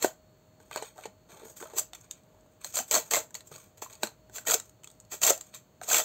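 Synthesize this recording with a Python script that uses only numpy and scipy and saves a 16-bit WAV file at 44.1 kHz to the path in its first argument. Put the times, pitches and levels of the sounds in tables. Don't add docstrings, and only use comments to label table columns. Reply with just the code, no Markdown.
import sys
import numpy as np
from scipy import signal
from scipy.fft import rfft, irfft, next_fast_len
from scipy.io import wavfile
from scipy.ndimage import uniform_filter1d

SR = 44100
rng = np.random.default_rng(int(sys.argv[2]) if len(sys.argv) > 2 else 0)


def bounce(signal):
    frames = np.transpose(np.atleast_2d(signal))
    limited = np.clip(frames, -1, 1)
    pcm = np.round(limited * 32767).astype(np.int16)
    wavfile.write(sys.argv[1], SR, pcm)


def volts_from_db(level):
    exponent = np.asarray(level, float) / 20
    return 10 ** exponent


N = 266364


def evened(x):
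    return x / np.sqrt(np.mean(x ** 2) + 1e-20)


def read(points, hz):
    f, value = np.transpose(points)
    return np.interp(np.log(hz + 1), np.log(f + 1), value)


def coloured(x, points):
    size = next_fast_len(N)
    gain = volts_from_db(read(points, np.fft.rfftfreq(size, 1 / SR)))
    return irfft(rfft(x, size) * gain, size)[:N]


def without_bass(x, order, hz):
    return signal.sosfilt(signal.butter(order, hz, "high", fs=SR, output="sos"), x)


def ring(x, hz, width):
    r = np.exp(-np.pi * width / SR)
    return 2 * signal.lfilter([1 - r], [1, -r * np.exp(2j * np.pi * hz / SR)], x).real


def glide(curve, order, waver_db):
    s, hz, db = np.transpose(curve)
    t = np.arange(N) / SR
    waver = evened(uniform_filter1d(rng.standard_normal(N), 6000))
    level = np.sqrt(2) * volts_from_db(np.interp(t, s, db) + waver_db * waver)
    turns = order * np.cumsum(np.interp(t, s, hz)) / SR
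    return level * np.sin(2 * np.pi * turns)


# start_s, pitch_hz, level_db (rms)
DRONE = [
    (0, 51, -78),
    (2.5, 48.5, -79),
    (2.9, 48, -84),
    (3.7, 48, -80),
    (4.1, 54, -72),
    (4.5, 57, -71),
    (4.75, 61, -71),
    (5.1, 53, -72),
    (5.4, 50, -84),
    (6.04, 50, -92),
]
# start_s, pitch_hz, level_db (rms)
WHINE = [(0, 4352, -81), (.5, 4348, -80), (1.3, 4350, -81), (2.3, 4362, -88), (3.7, 4355, -91),
         (4.2, 4355, -84), (5, 4352, -83), (6.04, 4350, -82)]


def machines():
    engine = glide(DRONE, order=1, waver_db=5.5) + volts_from_db(-1) * glide(DRONE, order=2, waver_db=-0.5)
    return engine + glide(WHINE, order=1, waver_db=1.5)


# pitch_hz, level_db
AIR = [(30, -30.5), (60, -8), (105, 1), (250, -7), (600, -11), (1200, -19), (2000, -25.5), (4500, -28),
       (7000, -23.5), (11000, -43), (16000, -35.5)]
# pitch_hz, level_db (rms)
HUM = [(624.5, -67.5)]


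def air():
    t = np.arange(N) / SR
    out = volts_from_db(-62.5) * evened(coloured(rng.standard_normal(N), AIR))
    for hz, db in HUM:
        waver = evened(uniform_filter1d(rng.standard_normal(N), 9000))
        out += volts_from_db(db + 0.5 + 1.5 * waver) * np.sin(2 * np.pi * hz * t + 0.17 * waver)
    return out


# pitch_hz, t60_s
ROOM = [(200, 0.054), (800, 0.17), (2000, .18), (6000, 0.17), (14000, 0.12)]


def room(x):
    taps = np.zeros(SR // 2)
    at = np.arange(120, len(taps) - 20, 20)
    taps[at + rng.integers(0, 20, len(at))] = rng.choice([-1., 1.], len(at))
    hz, t, z = signal.stft(taps, SR, nperseg=256)
    t60 = np.clip(read(ROOM, hz), .03, 1)[:, None]
    tail = signal.istft(z * volts_from_db(-60 * t / t60), SR, nperseg=256)[1]
    return signal.oaconvolve(x, tail / np.linalg.norm(tail))[:N]


# start_s, level_db (peak), pitch_hz
THUDS = [(0.049, -39.5, 220), (1.078, -44, 197), (1.446, -50.5, 230), (2.799, -41.5, 244),
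         (3.029, -47.5, 158), (3.168, -43.5, 150), (3.517, -42.5, 146), (4.036, -33.5, 216),
         (4.598, -51, 210), (2.97, -39.5, 228), (5.258, -53.5, 224), (5.301, -43, 262), (1.329, -47, 160)]


def thuds():
    out, t = np.zeros(N + 6000), np.arange(6000) / SR
    shape = (1 - np.exp(-t / 0.00046)) * np.exp(-t / 0.016)
    for s, db, hz in THUDS:
        out[round(s * SR):][:len(t)] += volts_from_db(db - 4.0) * shape * np.sin(2 * np.pi * hz * t)
    return out[:N]


# start_s, level_db (peak), pitch_hz
PLUCKS = [(.0585, -26, 640), (1.785, -19, 7730), (.729, -54, 630), (.739, -49, 670), (.7505, -47, 1630),
          (.816, -44, 4100), (1.041, -44, 2380), (1.0488, -47, 2280), (1.304, -51, 685),
          (0.7744, -31.5, 1010), (1.341, -52, 1160), (1.365, -55, 775), (1.391, -61, 1130),
          (1.412, -51, 1150), (1.433, -42, 415), (1.465, -49, 473), (1.602, -45, 1570), (1.6155, -43, 1390),
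          (1.626, -43, 1037), (1.66, -44.5, 1300), (1.773, -40, 1080), (1.795, -46.5, 625),
          (1.813, -40.5, 615), (1.9325, -45, 738), (2.6457, -35, 4190), (2.656, -44, 580),
          (2.771, -34, 575), (2.798, -37.5, 3020), (2.804, -30, 766), (2.971, -31, 590),
          (2.981, -25.5, 652), (3.1445, -32, 630), (3.1815, -30, 635), (3.233, -53, 649),
          (3.521, -48, 1250), (3.559, -50.5, 474), (3.5805, -48.5, 1160), (3.862, -39.5, 1040),
          (4.4515, -47, 1400), (4.538, -25.5, 714), (5.249, -26.5, 716), (5.258, -26, 726),
          (5.304, -20, 546), (5.317, -28.5, 570), (5.344, -41, 646), (5.3765, -45.5, 732),
          (5.539, -52, 613), (5.5465, -44.5, 3760), (5.886, -32, 700), (5.911, -26.5, 744),
          (5.914, -24.5, 1550), (5.927, -32, 3725), (5.9343, -28, 3130), (5.949, -27, 840),
          (5.975, -30, 1830), (5.996, -27.5, 705), (6.0198, -32, 3530)]


def plucks():
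    rise_s, ring_s, ring_cycles = 0.00043, 0.0026, 1.55
    out, t = np.zeros(N + 2000), np.arange(2000) / SR
    for s, db, hz in PLUCKS:
        shape = (1 - np.exp(-t / rise_s)) * np.exp(-t / (ring_s + ring_cycles / hz))
        out[round(s * SR):][:len(t)] += volts_from_db(db) * shape / shape.max() * np.sin(2 * np.pi * hz * t)
    return out[:N]


# start_s, level_db (peak), pitch_hz
KNOCKS = [(.0455, -9.5, 560), (.0458, -20.5, 1550), (.0488, -21, 730), (.0385, -28, 900),
          (3.8222, -24, 720), (4.0324, -17.5, 680), (4.0328, -21.5, 2500), (4.0326, -20, 4100),
          (2.9519, -10.5, 6700), (2.9422, -19.5, 1250), (2.9522, -23, 1200), (5.2342, -22, 3000),
          (5.298, -19, 3300), (2.9114, -13.5, 6600), (.7603, -19.5, 706), (3.141, -17, 7300),
          (3.1462, -14.5, 7400), (3.1455, -22, 800), (3.1635, -18, 7400), (1.7922, -18, 7600),
          (1.796, -21.5, 7600), (4.5098, -12.5, 6700), (2.012, -41, 6800), (2.0203, -46, 6300),
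          (1.9355, -39, 3650)]


def knocks():
    swell_s, swell_cycles = 0.00051, .35
    out, t = np.zeros(N + 800), np.arange(800) / SR
    for s, db, hz in KNOCKS:
        u = t / (swell_s + swell_cycles / hz)
        out[round(s * SR):][:len(t)] -= volts_from_db(db) * (u * np.exp(1 - u)) ** 3 * np.sin(2 * np.pi * hz * t)
    return without_bass(out[:N], 2, 200)


def body(x, modes):
    return evened(sum((-1) ** k * volts_from_db(db) * ring(x, hz, w) for k, (hz, w, db) in enumerate(modes)))


def walls(drive, low_hz, high_hz, width, wander_db, count):
    hz = np.geomspace(low_hz, high_hz, count) * rng.uniform(0.8844, 1.04, count)
    near = rng.standard_normal((count, N // 64 + 1))
    near = uniform_filter1d(uniform_filter1d(near, 12, axis=1), 12, axis=1)
    near = np.repeat(volts_from_db(wander_db * evened(near)), 64, axis=1)[:, :N]
    return evened(sum(ring(ring(drive * g, f, width), f, width) for f, g in zip(hz, near)))


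# pitch_hz, level_db
TEAR = [(4000, -15.5), (4700, -1.5), (6000, 4.5), (6700, -0.5), (7600, 0.5), (8400, 0), (11000, -16),
        (11600, -36)]
# pitch_hz, width_hz, level_db
FLUTES = [(1365, 38, 5), (2334, 200, 7), (3330, 1100, -1), (4460, 216, 9)]
# pitch_hz, width_hz, level_db
BOARD = [(450, 10, -0.5), (635, 36.5, 4.5), (870, 520, -9.5)]


def voices(drive):
    tear = evened(coloured(drive, TEAR)) + .7 * walls(drive, 6800, 8400, 300, 4, count=7)
    flute = body(drive, FLUTES) + .7 * walls(drive, 1100, 4300, 260, 3.2, count=12)
    board = body(drive, BOARD) + .8 * walls(drive, 360, 900, 100, 2.5, count=6)
    board = without_bass(board, 3, 280)
    fine = signal.sosfilt(signal.butter(8, 11400, "high", fs=SR, output="sos"), drive)
    return np.array([evened(v) for v in (tear, flute, board, fine)])


def breaks(events, rise, fall, ring_s, knock_s, fine_db):
    tear, flute, board, fine = voices(rng.standard_normal(N))
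    out, t = np.zeros(N + 3000), np.arange(3000) / SR
    onset = 1 - np.exp(-t / rise)
    burst = onset * (np.exp(-t / fall) + 0.18 * np.exp(-t / .007))
    burst /= burst.max()
    swing = (1 - np.exp(-t / (rise + 0.00046))) * np.exp(-t / knock_s)
    for s, db, flute_db, knock_db, knock_hz, flute_hz in events:
        at = round(s * SR)
        here = np.minimum(at + np.arange(len(t)), N - 1)
        tone = onset * np.exp(-t / ring_s) * np.sin(2 * np.pi * flute_hz * t)
        ping = .45 * burst * flute[here] + .8 * tone
        upper = np.exp(-t / 0.0029) * np.sin(2 * np.pi * 1.776 * knock_hz * t)
        knock = swing * (np.sin(2 * np.pi * knock_hz * t) + upper + 0.41 * board[here])
        crack = burst * (tear[here] + volts_from_db(fine_db) * fine[here])
        sound = crack + volts_from_db(flute_db) * ping + volts_from_db(knock_db + 6.5) * knock
        out[at:at + len(t)] += volts_from_db(db) * sound
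    return out[:N]


def walled(rows):
    board_knock_hz = 704
    return [(*row[:4], board_knock_hz, row[4]) for row in rows]


def faced(rows):
    face_flute_hz = 1522
    return [(*row, face_flute_hz) for row in rows]


# start_s, level_db (peak), flute_ring_db, flute_pitch_hz
TICKS = [(1.9336, -35, 4, 3600), (2.111, -24, -8, 3640), (3.344, -29.5, -5.5, 4000),
         (3.3517, -29.5, 1.5, 4420), (3.407, -39, 0.5, 4020), (3.5615, -35, -5, 4530),
         (3.928, -38.5, -4, 4140), (3.9535, -42, -3, 4600), (4.0328, -17, -2, 4090), (4.0716, -32, 2, 4150),
         (4.5992, -25.5, -7, 3830), (4.6952, -43, -12, 3900), (4.8353, -41.5, 0, 3000),
         (4.8435, -33.5, -2, 2600), (4.874, -36, -1.5, 3370), (4.902, -43.5, -7, 3930),
         (4.914, -43, -25, 4300), (5.001, -41, -20, 4600), (5.009, -54, -10, 4360),
         (5.05, -51.5, -10, 4400), (5.3767, -28.5, -26, 4700), (5.411, -29, -7, 4050),
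         (5.54, -41.5, 4.5, 3980), (0.7398, -35, -17, 3880), (.7517, -41, -12, 4000),
         (0.8536, -45, -12, 4000), (1.4995, -42, -13, 4170), (2.235, -58, -17, 4020),
         (2.409, -56.5, -24, 4000), (2.7257, -39, -15, 4200), (3.168, -24, -14, 4330),
         (3.192, -38, -15, 4300), (3.933, -42, -6, 4250), (4.341, -41.5, -12, 4100),
         (4.453, -41, -12, 4100), (5.496, -56, -15, 4300), (5.826, -43.5, -15, 4000),
         (5.862, -46, -11, 4030), (5.882, -26, -20, 4090), (5.889, -20, -24, 4090), (2.756, -21, -16, 4250),
         (2.982, -17.5, -9, 4150), (3.1386, -16, -6, 2300)]


def ticks():
    light = [(s, db, flute_db, -np.inf, 0, hz) for s, db, flute_db, hz in TICKS]
    return breaks(light, rise=0.00008, fall=0.0014, ring_s=0.0027, knock_s=1, fine_db=-16.0)


# start_s, level_db (peak), flute_ring_db, board_knock_db, knock_pitch_hz
CREASES = [(0.7723, -33, 9, -3, 620), (.823, -35, 3, 5.5, 450), (.987, -52, -10, 13, 762),
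           (1.036, -44, 8, -8, 960), (1.0552, -36.5, 3, 5.5, 454), (1.454, -60, -17, 15, 450),
           (1.7347, -45.5, -19, 8, 450), (2.042, -50, -23, -10, 420), (5.833, -31.5, -3, -28, 628),
           (1.345, -58, -11, 14, 407), (1.418, -60, -23, 14, 450), (1.44, -53, -32, 0, 430),
           (1.612, -51, -9, 11.5, 378), (1.765, -45.5, -15, 9.5, 423), (1.815, -57, -18.5, 3, 516),
           (2.945, -33.5, -3, 7.5, 412), (4.035, -28, 0, -0.5, 339), (4.368, -54, -6, 11, 430),
           (4.548, -36.5, -15, 10.5, 450), (5.122, -49, -11, 8, 401), (5.139, -47.5, -5.5, 8.5, 400),
           (.0435, -26, 3, 5.5, 381), (5.3035, -33.5, -17, 10.5, 405), (3.826, -45, -12, 7, 700),
           (.826, -47.5, 0, 6.5, 910), (2.37, -71, -10, 7, 790), (2.46, -66, -9, 9, 597)]


def creases():
    return breaks(faced(CREASES), rise=0.00033, fall=0.0072, ring_s=0.0015, knock_s=0.0063, fine_db=-20.0)


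# start_s, level_db (peak), flute_ring_db, board_knock_db, flute_pitch_hz
CRUSHES = [(1.5705, -41, -26, -29, 4040), (1.783, -16.5, -6, -13.5, 4460), (1.793, -22, -20, -27.5, 3500),
           (1.789, -29, -27, -37, 3300), (1.948, -35.5, -1, -29, 3370), (2.007, -50.5, -22, -22, 3280),
           (3.4715, -43.5, -13, -17, 3700), (4.509, -14.5, -15.5, -21, 1360), (4.517, -20.5, 1, -5.5, 1390),
           (4.535, -17, 0, -14, 3820), (4.540, -12.5, -7.5, -24, 4120), (5.2645, -12, -14.5, -22, 3210),
           (5.274, -18, 2, -27.5, 3530), (5.28, -26.5, -1, -8, 2620), (5.296, -11.5, -9, -41, 3080),
           (5.302, -15.5, -21, -2.5, 3390), (5.943, -13, -3, -15, 2880), (5.9655, -14.5, -2, -29, 3530),
           (3.122, -28.5, -9, -35, 4250), (5.928, -12.5, -5.5, -25, 3660), (5.957, -21, 1, -22, 3470),
           (5.999, -20.5, 0.5, -30, 3150), (2.776, -24, -16, -29, 4320), (2.8, -30, -21, -31, 2990),
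           (5.912, -23.5, -9, -30, 3170)]


def crushes():
    return breaks(walled(CRUSHES), rise=.0022, fall=0.0035, ring_s=0.004, knock_s=0.0043, fine_db=-12.5)


# start_s, level_db (peak), flute_ring_db, board_knock_db, knock_pitch_hz
TAPS = [(0.0462, -17, -6, -20, 597), (.602, -53, 2, 3, 450), (0.712, -37, 3, -3, 1180),
        (.7603, -25, -2, -8, 677), (1.6034, -57, 3, 11, 1170), (1.616, -64, 10, 9.5, 410),
        (1.626, -44, 8, 6.5, 455), (1.635, -56, -10, 17, 583), (1.673, -64, 3, 7.5, 960),
        (1.743, -54, -12, 6.5, 430), (.98, -46, 3, 2.5, 697), (1.656, -56, 7, 14.5, 635),
        (1.7068, -60, 10, 7.5, 640), (2.7891, -18.5, -9, -14, 694), (2.9619, -26, 2, 0.5, 660),
        (3.1694, -26.5, 2.5, -0.5, 614), (3.307, -45, -12.5, -11, 960), (3.515, -41.5, -5.5, -1.5, 440),
        (4.0345, -17, -4.5, -16.5, 590), (4.297, -49.5, 1.5, -1.5, 407), (4.383, -28.5, -2, -16, 710),
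        (4.481, -32, 2.5, -14.5, 440), (1.402, -61, 10, 2, 800), (1.51, -58, 0, 3, 450),
        (5.272, -36.5, -1.5, -1.5, 420), (5.328, -42, -6, 0.5, 420), (5.8145, -39, 3.5, 3, 750)]
# start_s, level_db (peak), flute_ring_db, board_knock_db, flute_pitch_hz
SNAPS = [(.0247, -26, 5.5, -21, 4260), (4.5, -16, -4, -28, 1390), (2.6457, -21, -17, -23, 4500),
         (2.7407, -38, -17, -6, 4640), (2.770, -16, -6.5, -36, 4100), (2.9119, -13.5, -13, -28.5, 4120),
         (2.9422, -16.5, -4, -22, 4400), (2.9519, -19, 2, -45, 4350), (3.1105, -16.5, -10, -27, 4300),
         (3.1362, -13.5, -7, -13, 2110), (3.1466, -26, 7, -18, 2040), (3.1567, -17, -4.5, -19, 2110),
         (3.5801, -45, -20, -21, 4290), (3.8224, -31, -3.5, -5, 4290), (4.4693, -29, -8.5, -9, 2230),
         (5.1183, -44, -6, -16, 3740), (5.2172, -21, -16, -16, 1900), (5.2345, -11.5, -5, -46, 4600),
         (5.2487, -11.5, -10, -39, 3700)]


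def snaps_and_taps():
    events = walled(SNAPS) + faced(TAPS)
    return breaks(events, rise=.0001, fall=0.00097, ring_s=0.0036, knock_s=0.0042, fine_db=-14)


def cracks():
    slow = crushes() + creases()
    return without_bass(volts_from_db(-2.0) * snaps_and_taps() + volts_from_db(-5.5) * slow + volts_from_db(-3.5) * ticks(), 2, 230)


def fibres(push, per_s, spread_db, clump_db, pops_per_s, pop_db):
    size = volts_from_db(spread_db * np.minimum(rng.exponential(1, N), 5)) * (rng.random(N) < per_s / SR)
    clumps = evened(uniform_filter1d(uniform_filter1d(rng.standard_normal(N), 150), 150))
    pops = (rng.random(N) < pops_per_s / SR) * rng.uniform(0.8, 1, N)
    pops = signal.lfilter([1], [1, -np.exp(-1 / (0.00064 * SR))], pops)
    strength = volts_from_db(clump_db * push * clumps) + volts_from_db(pop_db) * push * pops
    return evened(size * rng.choice([-1., 1.], N) * strength)


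def stroke(t, top_s, rise, hold, tear_db, flute_db, board_db, sag, release):
    onset_db = -33.5
    end, end_db = top_s + hold, -sag * hold
    shape_s = [top_s - rise, top_s, end, end + 1]
    db = tear_db + np.interp(t, shape_s, [onset_db, 0, end_db, end_db - release], -200)
    early = np.clip(1 - (t - top_s) / (hold + 0.095), 0, 1)
    ring_db = db + flute_db + 0.5 * early
    low_db = db + board_db - 8 * early
    fine_db = db - 12 - 0.072 * flute_db
    return volts_from_db(np.array([db, ring_db, low_db, fine_db]))


# full_touch_s, hold_s, tearing_db, flute_ring_db, board_ring_db
RUBS = [(0.609, 0.11, -66.5, -8, 1), (0.724, .03, -53.5, 3, -1), (0.756, 0.12, -54.5, -4, -7),
        (2.611, 0.017, -58, -3, -21), (2.881, .025, -50, -14, -9), (3.056, 0.033, -56, -10, 0),
        (0.965, 0.088, -59, -13, 7), (1.298, 0.19, -56.5, -3.5, 7), (1.452, 0.066, -54, -27, -12),
        (1.569, 0.065, -48, -13.5, -10.5), (1.655, 0.07, -61.5, -5.5, 9), (1.953, 0.1, -64.5, -6, -6),
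        (2.124, 0.068, -69, -1, -12), (2.645, 0.03, -44.5, -12.5, -28), (3.459, 0.011, -58, -15, -25.5),
        (3.517, 0.051, -52.5, -6, -1), (3.583, 0.058, -54, -8, -25), (3.904, 0.037, -54, -5.5, -1),
        (4.637, 0.041, -64, -11.5, -15.5), (4.835, 0.14, -69, -34, 0.5), (5.443, 0.044, -61.5, -8.5, -23),
        (5.535, 0.015, -55.5, -1, -21.5), (3.116, .008, -53, -17, -9), (5.83, 0.046, -48.5, -11, -1),
        (2.047, 0.022, -72, 1, -3), (2.244, .15, -81.5, -3.5, 19), (2.516, 0.017, -72, -15, -13),
        (1.037, 0.0093, -63, 0, -7), (4.456, 0.0084, -52, -16, -1), (0.851, 0.024, -54, -2, -8),
        (1.004, .04, -69.5, 7, -10), (1.397, .12, -73.5, -9, 3)]
# full_push_s, rise_s, hold_s, tearing_db, board_ring_db (against tearing)
CUTS = [(0.033, 0.07, .008, -35.5, 1.5), (0.024, .001, 0.006, -28, -12), (0.76, 0.0012, .004, -47.5, 14),
        (1.773, 0.1, 0.0054, -48, 4), (1.773, 0.022, 0.0062, -30.5, -51),
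        (2.106, 0.00067, 0.00085, -59.5, -18), (2.755, 0.047, 0.033, -33.5, -15),
        (2.911, 0.0048, 0.057, -28, -6), (3.11, 0.0055, 0.056, -29, -3.5), (3.348, 0.0018, 0.0027, -44, -7),
        (3.773, .002, .001, -55.5, 1), (3.819, 0.004, 0.0016, -38.5, -8), (4.037, 0.039, 0.0032, -39, 2.5),
        (4.359, 0.048, 0.0079, -37.5, -10), (4.471, 0.013, 0.049, -29, -3.5),
        (5.118, 0.022, 0.02, -38, -12), (5.223, 0.017, 0.072, -26.5, -8.5),
        (5.407, 0.0026, 0.00075, -53.5, -25), (5.546, .01, .006, -46, -18.5),
        (5.902, 0.045, 0.084, -26.5, -8)]


def strokes():
    t = np.arange(0, N + 32, 32) / SR
    cut = rub = 0
    for s, rise, hold, db, board_db in CUTS:
        flute_db = -9 + 0.12 * board_db
        cut = cut + stroke(t, s, rise, hold, db, flute_db, board_db, sag=-44.5, release=339.5) ** 2
    for s, hold, db, flute_db, board_db in RUBS:
        rub = rub + stroke(t, s, 0.023, hold, db, flute_db, board_db, sag=40.5, release=270) ** 2
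    gains = np.repeat(np.sqrt([cut, rub]), 32, axis=2)[..., :N]
    cut, rub = uniform_filter1d(gains, 60, axis=2)
    level_db = uniform_filter1d(20 * np.log10(cut[0] + rub[0] + 1e-5), 900)
    fall_db_s = -np.gradient(level_db) * SR
    push = np.clip(1 - (fall_db_s - 120) / 150, .15, 1)
    torn = fibres(push, per_s=8000, spread_db=2.8, clump_db=1.2, pops_per_s=130, pop_db=1.5)
    rubbed = fibres(push, per_s=4500, spread_db=3.0, clump_db=2.6, pops_per_s=60, pop_db=4.0)
    return (cut * voices(torn) + rub * voices(rubbed)).sum(0)


def scene():
    struck = cracks() + plucks() + knocks()
    torn = strokes()
    echo = room(volts_from_db(-11.5) * struck + volts_from_db(-34.5) * torn)
    return (torn + struck + thuds() + echo + air() + machines())[None]


def band_limit(x):
    return signal.sosfilt(signal.butter(12, 16970, fs=SR, output="sos"), x)


STEP_HZ = [4760, 6120, 8540, 11600, 15760]
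STEP_DB = [-9.5, -8.5, 7, -47.5]


def record(dry):
    dip_db, gap_db, top_db, off_db = STEP_DB
    gains_db = np.array([0, dip_db, 0, gap_db, top_db, off_db])
    size = next_fast_len(N)
    hz = np.fft.rfftfreq(size, 1 / SR)
    gain = uniform_filter1d(volts_from_db(gains_db[np.searchsorted(STEP_HZ, hz)]), 300)
    gain *= 1 - 1.2 * np.exp(-((hz - 11050) / 70) ** 2)
    gain /= np.sqrt(1 + (46 / (hz + 1)) ** 10)
    mix = irfft(rfft(dry, size) * gain, size)[:, :N]
    return band_limit(mix)


dry = scene()
out = record(dry)
bounce(out)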